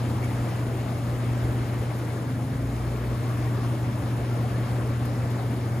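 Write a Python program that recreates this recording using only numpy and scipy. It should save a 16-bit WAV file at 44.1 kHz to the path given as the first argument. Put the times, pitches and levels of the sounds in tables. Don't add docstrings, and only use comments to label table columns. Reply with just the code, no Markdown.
import sys
import numpy as np
from scipy import signal
from scipy.fft import rfft, irfft
from scipy.io import wavfile

SR = 44100
rng = np.random.default_rng(int(sys.argv[2]) if len(sys.argv) > 2 else 0)


def to_wav(s):
    ch = np.atleast_2d(s).T
    pcm = np.round(np.clip(ch, -1, 1) * 32767)
    wavfile.write(sys.argv[1], SR, pcm.astype(np.int16))


N = 255780
HUM_HZ = 119.8


def from_db(db):
    return 10 ** (np.asarray(db) / 20)


def rms_one(x):
    return x / np.sqrt(np.mean(x ** 2) + 1e-20)


def in_time(rows):
    time_s, level_db = np.transpose(rows)
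    return np.interp(np.arange(N) / SR, time_s, level_db)


def at_hz(points, hz, column=1):
    points = np.array(points)
    return np.interp(np.log(hz + 1), np.log(points[:, 0]), points[:, column])


def drift(rate_hz):
    step = 40
    r = np.exp(-2 * np.pi * rate_hz * step / SR)
    noise = rng.standard_normal(N // step + 2002)
    slow = signal.lfilter([1], [1, -2 * r, r * r], noise)[2000:]
    return np.interp(np.arange(N) / step, np.arange(len(slow)), rms_one(slow - slow.mean()))


def ring(x, hz, width_hz):
    r, w = np.exp(-np.pi * width_hz / SR), 2 * np.pi * hz / SR
    return signal.lfilter([0, np.sin(w)], [1, -2 * r * np.cos(w), r * r], x + 1e-18)


def ring_twice(hz, width_hz):
    noise = rng.standard_normal(N)
    return rms_one(ring(ring(noise, hz, width_hz), hz, width_hz))


def grains(per_s, spread_db):
    size_db = spread_db * np.minimum(rng.exponential(1, (2, N)), 5)
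    clicks = from_db(size_db) * rng.choice([-1, 1], (2, N))
    return rms_one(clicks * (rng.random((2, N)) < per_s / SR))


def coloured(drive, spectrum, shared_db, own_db, rate_hz):
    out, together = 0, drift(rate_hz)
    edges = np.geomspace(spectrum[0][0], min(spectrum[-1][0], .45 * SR), len(spectrum) + 2)
    for k, (low, high) in enumerate(zip(edges, edges[1:])):
        band_pass = signal.butter(2, [low, high], "band", fs=SR, output="sos")
        shifted = np.roll(drive, 7919 * (k % 2), axis=1)
        band = signal.sosfilt(band_pass, shifted)
        out = out + band * from_db(shared_db * together + own_db * drift(rate_hz))
    gain = from_db(at_hz(spectrum, np.fft.rfftfreq(N, 1 / SR)))
    return rms_one(irfft(rfft(out) * gain, N))


def ports(pair, likeness, lead_rad, right_db):
    alike = np.clip(likeness, 0, 1)
    first, second = rfft(pair)
    mixed = alike * np.exp(1j * lead_rad) * first + np.sqrt(1 - alike ** 2) * second
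    return np.array([pair[0], irfft(mixed * from_db(right_db), N)])


def vigour():
    # (time [s], level [dB])
    jets_level = [(0.0, -36), (.4, -36), (.7, -37), (.95, -38), (1.3, -37), (1.7, -36.5), (2.1, -38.5),
                  (2.5, -41), (2.9, -39), (3.4, -36), (3.95, -38), (4.6, -36.5), (5.0, -37.5), (5.4, -37.5),
                  (5.8, -38.5)]
    db = in_time(jets_level)
    return db - db.mean()


def rush():
    # (frequency [Hz], level [dB per Hz])
    churn_colour = [(200, -12), (350, -1), (600, 1), (900, -1.5), (1300, -5), (2100, -10), (2600, -14),
                    (3600, -16.5), (5200, -20), (6500, -29), (9000, -36)]
    clicks = grains(12000, spread_db=2.5)
    water = coloured(clicks, churn_colour, shared_db=.5, own_db=1.2, rate_hz=12)
    return from_db(-38 + 0.65 * vigour()) * water


def bubbles():
    cycles = 18
    clicks = grains(350 * from_db(3.5 * drift(8)), spread_db=2.0)
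    dealt = rng.integers(0, 18, (2, N))
    froth = 0
    for k, hz in enumerate(np.geomspace(330, 3300, 18)):
        froth = froth + ring(clicks * (dealt == k), hz, hz / cycles) * hz ** -.7
    return from_db(-43 + 1.1 * vigour()) * rms_one(froth)


def rim(x):
    delay_s, share = 0.00207, -0.052
    return x + share * np.roll(x, round(delay_s * SR), axis=1)


def plops():
    # (time [s], level before decay [dB], starting pitch [Hz])
    bubble_rows = [(.182, -33, 890), (.235, -33, 2190), (.859, -34, 640), (2.1, -40, 2100),
                   (3.3, -35, 1130), (3.472, -39, 1850), (4.215, -33, 684), (4.313, -36, 1325),
                   (4.39, -32, 1050), (4.44, -27.5, 723), (4.54, -37, 1660), (4.809, -32, 1050),
                   (5.395, -33, 754), (5.41, -40, 2010), (5.52, -40, 1460)]
    decay_s, rise, attack_s = .013, .02, 0.00099
    out, t = np.zeros(N), np.arange(round(.08 * SR)) / SR
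    envelope = np.exp(-t / decay_s) * np.minimum(t / attack_s, 1)
    for start_s, db, hz in bubble_rows:
        at = round(start_s * SR)
        tone = np.sin(2 * np.pi * hz * t * (1 + rise * t / decay_s))
        out[at:at + len(t)] += from_db(db) * (tone * envelope)[:N - at]
    return out


def pump():
    # (time [s], level [dB])
    hum_level = [(0.0, -26.5), (.3, -26.5), (.85, -29), (1.35, -26), (1.7, -26.5), (2.1, -30), (2.5, -29.5),
                 (2.9, -28), (3.4, -26), (3.7, -26), (3.95, -28.5), (4.3, -26.5), (4.9, -26), (5.8, -28)]
    # (multiple of the hum [-], level relative to the hum [dB])
    overtones = [(2.0, -18.5), (3.0, -27.5)]
    # (frequency [Hz], width per resonance [Hz], level [dB])
    blade = (581, 5, -52)
    # (frequency [Hz], width per resonance [Hz], level [dB])
    whines = [(403, 5.8, -58.5), (99.4, 13, -47), (2183, 40, -61)]
    turn = 2 * np.pi * HUM_HZ * np.arange(N) / SR
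    hum = np.sin(turn)
    for multiple, level_db in overtones:
        hum = hum + from_db(level_db + 1.0 * drift(2.0)) * np.sin(multiple * turn)
    out = np.sqrt(2) * from_db(in_time(hum_level) + .4 * drift(4.4)) * hum
    for hz, width_hz, db in [blade] + whines:
        out += from_db(db + 1.4 * drift(2.4)) * ring_twice(hz, width_hz)
    return out


def whistle():
    # (time [s], level [dB])
    whistle_level = [(0.0, -58), (1.0, -54), (2.5, -65), (2.85, -51), (3.5, -47), (3.8, -54), (4.7, -51),
                     (5.8, -55)]
    return from_db(in_time(whistle_level)) * ring_twice(1130, width_hz=170)


def shell():
    # (time [s], level [dB])
    boom_level = [(0.0, -39.5), (1.6, -39), (2.0, -43), (2.9, -47), (3.3, -40), (3.6, -38.5), (4.2, -41),
                  (4.8, -39), (5.8, -41.5)]
    # (frequency [Hz], level [dB per Hz])
    boom_colour = [(25, -30), (35, -21), (50, -0.5), (70, 4.5), (110, -1.5), (140, -4.5), (200, -33)]
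    # (frequency [Hz], level [dB per Hz])
    rumble_colour = [(90, 7.5), (130, 0.5), (170, 0), (215, 1), (290, 0.5), (370, -9.5), (450, -11),
                     (700, -15.5)]
    boom = coloured(rng.standard_normal((2, N)), boom_colour, shared_db=1.0, own_db=2.3, rate_hz=3.7)
    rumble = coloured(rng.standard_normal((2, N)), rumble_colour, shared_db=0.0, own_db=.9, rate_hz=7.7)
    return from_db(in_time(boom_level)) * boom + from_db(-33.5 + 0.35 * vigour()) * rumble


def fizz():
    # (frequency [Hz], level [dB per Hz])
    spray_colour = [(3500, -20), (5500, -5), (7500, 0), (10000, -.7), (12500, -4.2), (14000, -4.8),
                    (18000, -7)]
    fade_db_per_s = -0.15
    db = -51.5 + 0.36 * vigour() + fade_db_per_s * np.arange(N) / SR
    drops = grains(15000, spread_db=2.5)
    return from_db(db) * coloured(drops, spray_colour, shared_db=0.4, own_db=1.2, rate_hz=18)


def spits():
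    # (time [s], rms level before the envelope [dB], centre [Hz])
    puff_rows = [(.238, -43, 8000), (1.982, -44, 11000), (2.045, -46, 7500), (3.167, -49, 10600),
                 (5.05, -42, 11000), (5.3, -47, 10000)]
    decay_s, attack_s = 0.012, 0.0049
    out, t = np.zeros((2, N)), np.arange(round(0.061 * SR)) / SR
    envelope = np.exp(-t / decay_s) * np.minimum(t / attack_s, 1)
    for start_s, db, hz in puff_rows:
        at = round(start_s * SR)
        noise = rng.standard_normal((2, len(t)))
        puff = rms_one(ring(noise, hz, .5 * hz)) * envelope
        out[:, at:at + len(t)] += from_db(db) * puff[:, :N - at]
    return out


def far_engine():
    # (start [s], length [s], swell [s], starting pitch [Hz], final pitch [Hz], level [dB])
    drones = [(2.16, .6, .1, 259.5, 280, -37), (2.16, .52, .18, 140, 149.5, -37),
              (2.44, .75, .22, 58.9, 58.4, -34.5)]
    fall_s, bend = .05, 3.5
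    out, t = np.zeros(N), np.arange(N) / SR
    for start_s, length_s, swell_s, from_hz, to_hz, db in drones:
        progress = np.clip((t - start_s) / length_s, 0, 1)
        hz = from_hz + (to_hz - from_hz) * progress ** bend
        fade = np.clip(np.minimum((t - start_s) / swell_s, (start_s + length_s - t) / fall_s), 0, 1)
        tone = np.sin(2 * np.pi * np.cumsum(hz) / SR)
        out += np.sqrt(2) * from_db(db + .4 * drift(7.8)) * fade * tone
    return out


def scene():
    # (frequency [Hz], likeness [0-1], right lead [rad], right level [dB])
    port_paths = [(40, .995, -.1, 0.4), (100, .995, -.16, -.3), (330, .95, -.16, 0.5), (800, .7, -.4, -3.8),
                  (1100, .3, -.3, -4.4), (1500, .62, 1.1, -1.6), (2100, .85, .2, -3),
                  (3200, .66, -1.0, -4.5), (5500, .25, -.8, -3.8)]
    hz = np.fft.rfftfreq(N, 1 / SR)
    likeness, lead_rad, right_db = (at_hz(port_paths, hz, column=k) for k in (1, 2, 3))
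    churn = rim(rush() + bubbles())
    water = ports(shell() + churn, likeness, lead_rad, right_db)

    sideways_s = -.00012
    sideways_rad = 2 * np.pi * np.maximum(hz - 1.25 * HUM_HZ, 0) * sideways_s
    points = (pump() + whistle() + far_engine() + plops()) * [[1], [0]]
    single = ports(points, 0.9, lead_rad + sideways_rad, right_db)

    spray_lead_s, spray_turns = 12.2 / SR, 0.18
    spray_rad = 2 * np.pi * (hz * spray_lead_s + spray_turns)
    return water + single + ports(fizz() + spits(), 0.87, spray_rad, .05)


def record(dry):
    bass_cut = signal.sosfilt(signal.butter(3, 41, "high", fs=SR, output="sos"), dry)
    top_cut = signal.cheby2(24, 50, 15750, fs=SR, output="sos")
    return signal.sosfilt(top_cut, bass_cut)


dry = scene()
out = record(dry)
to_wav(out)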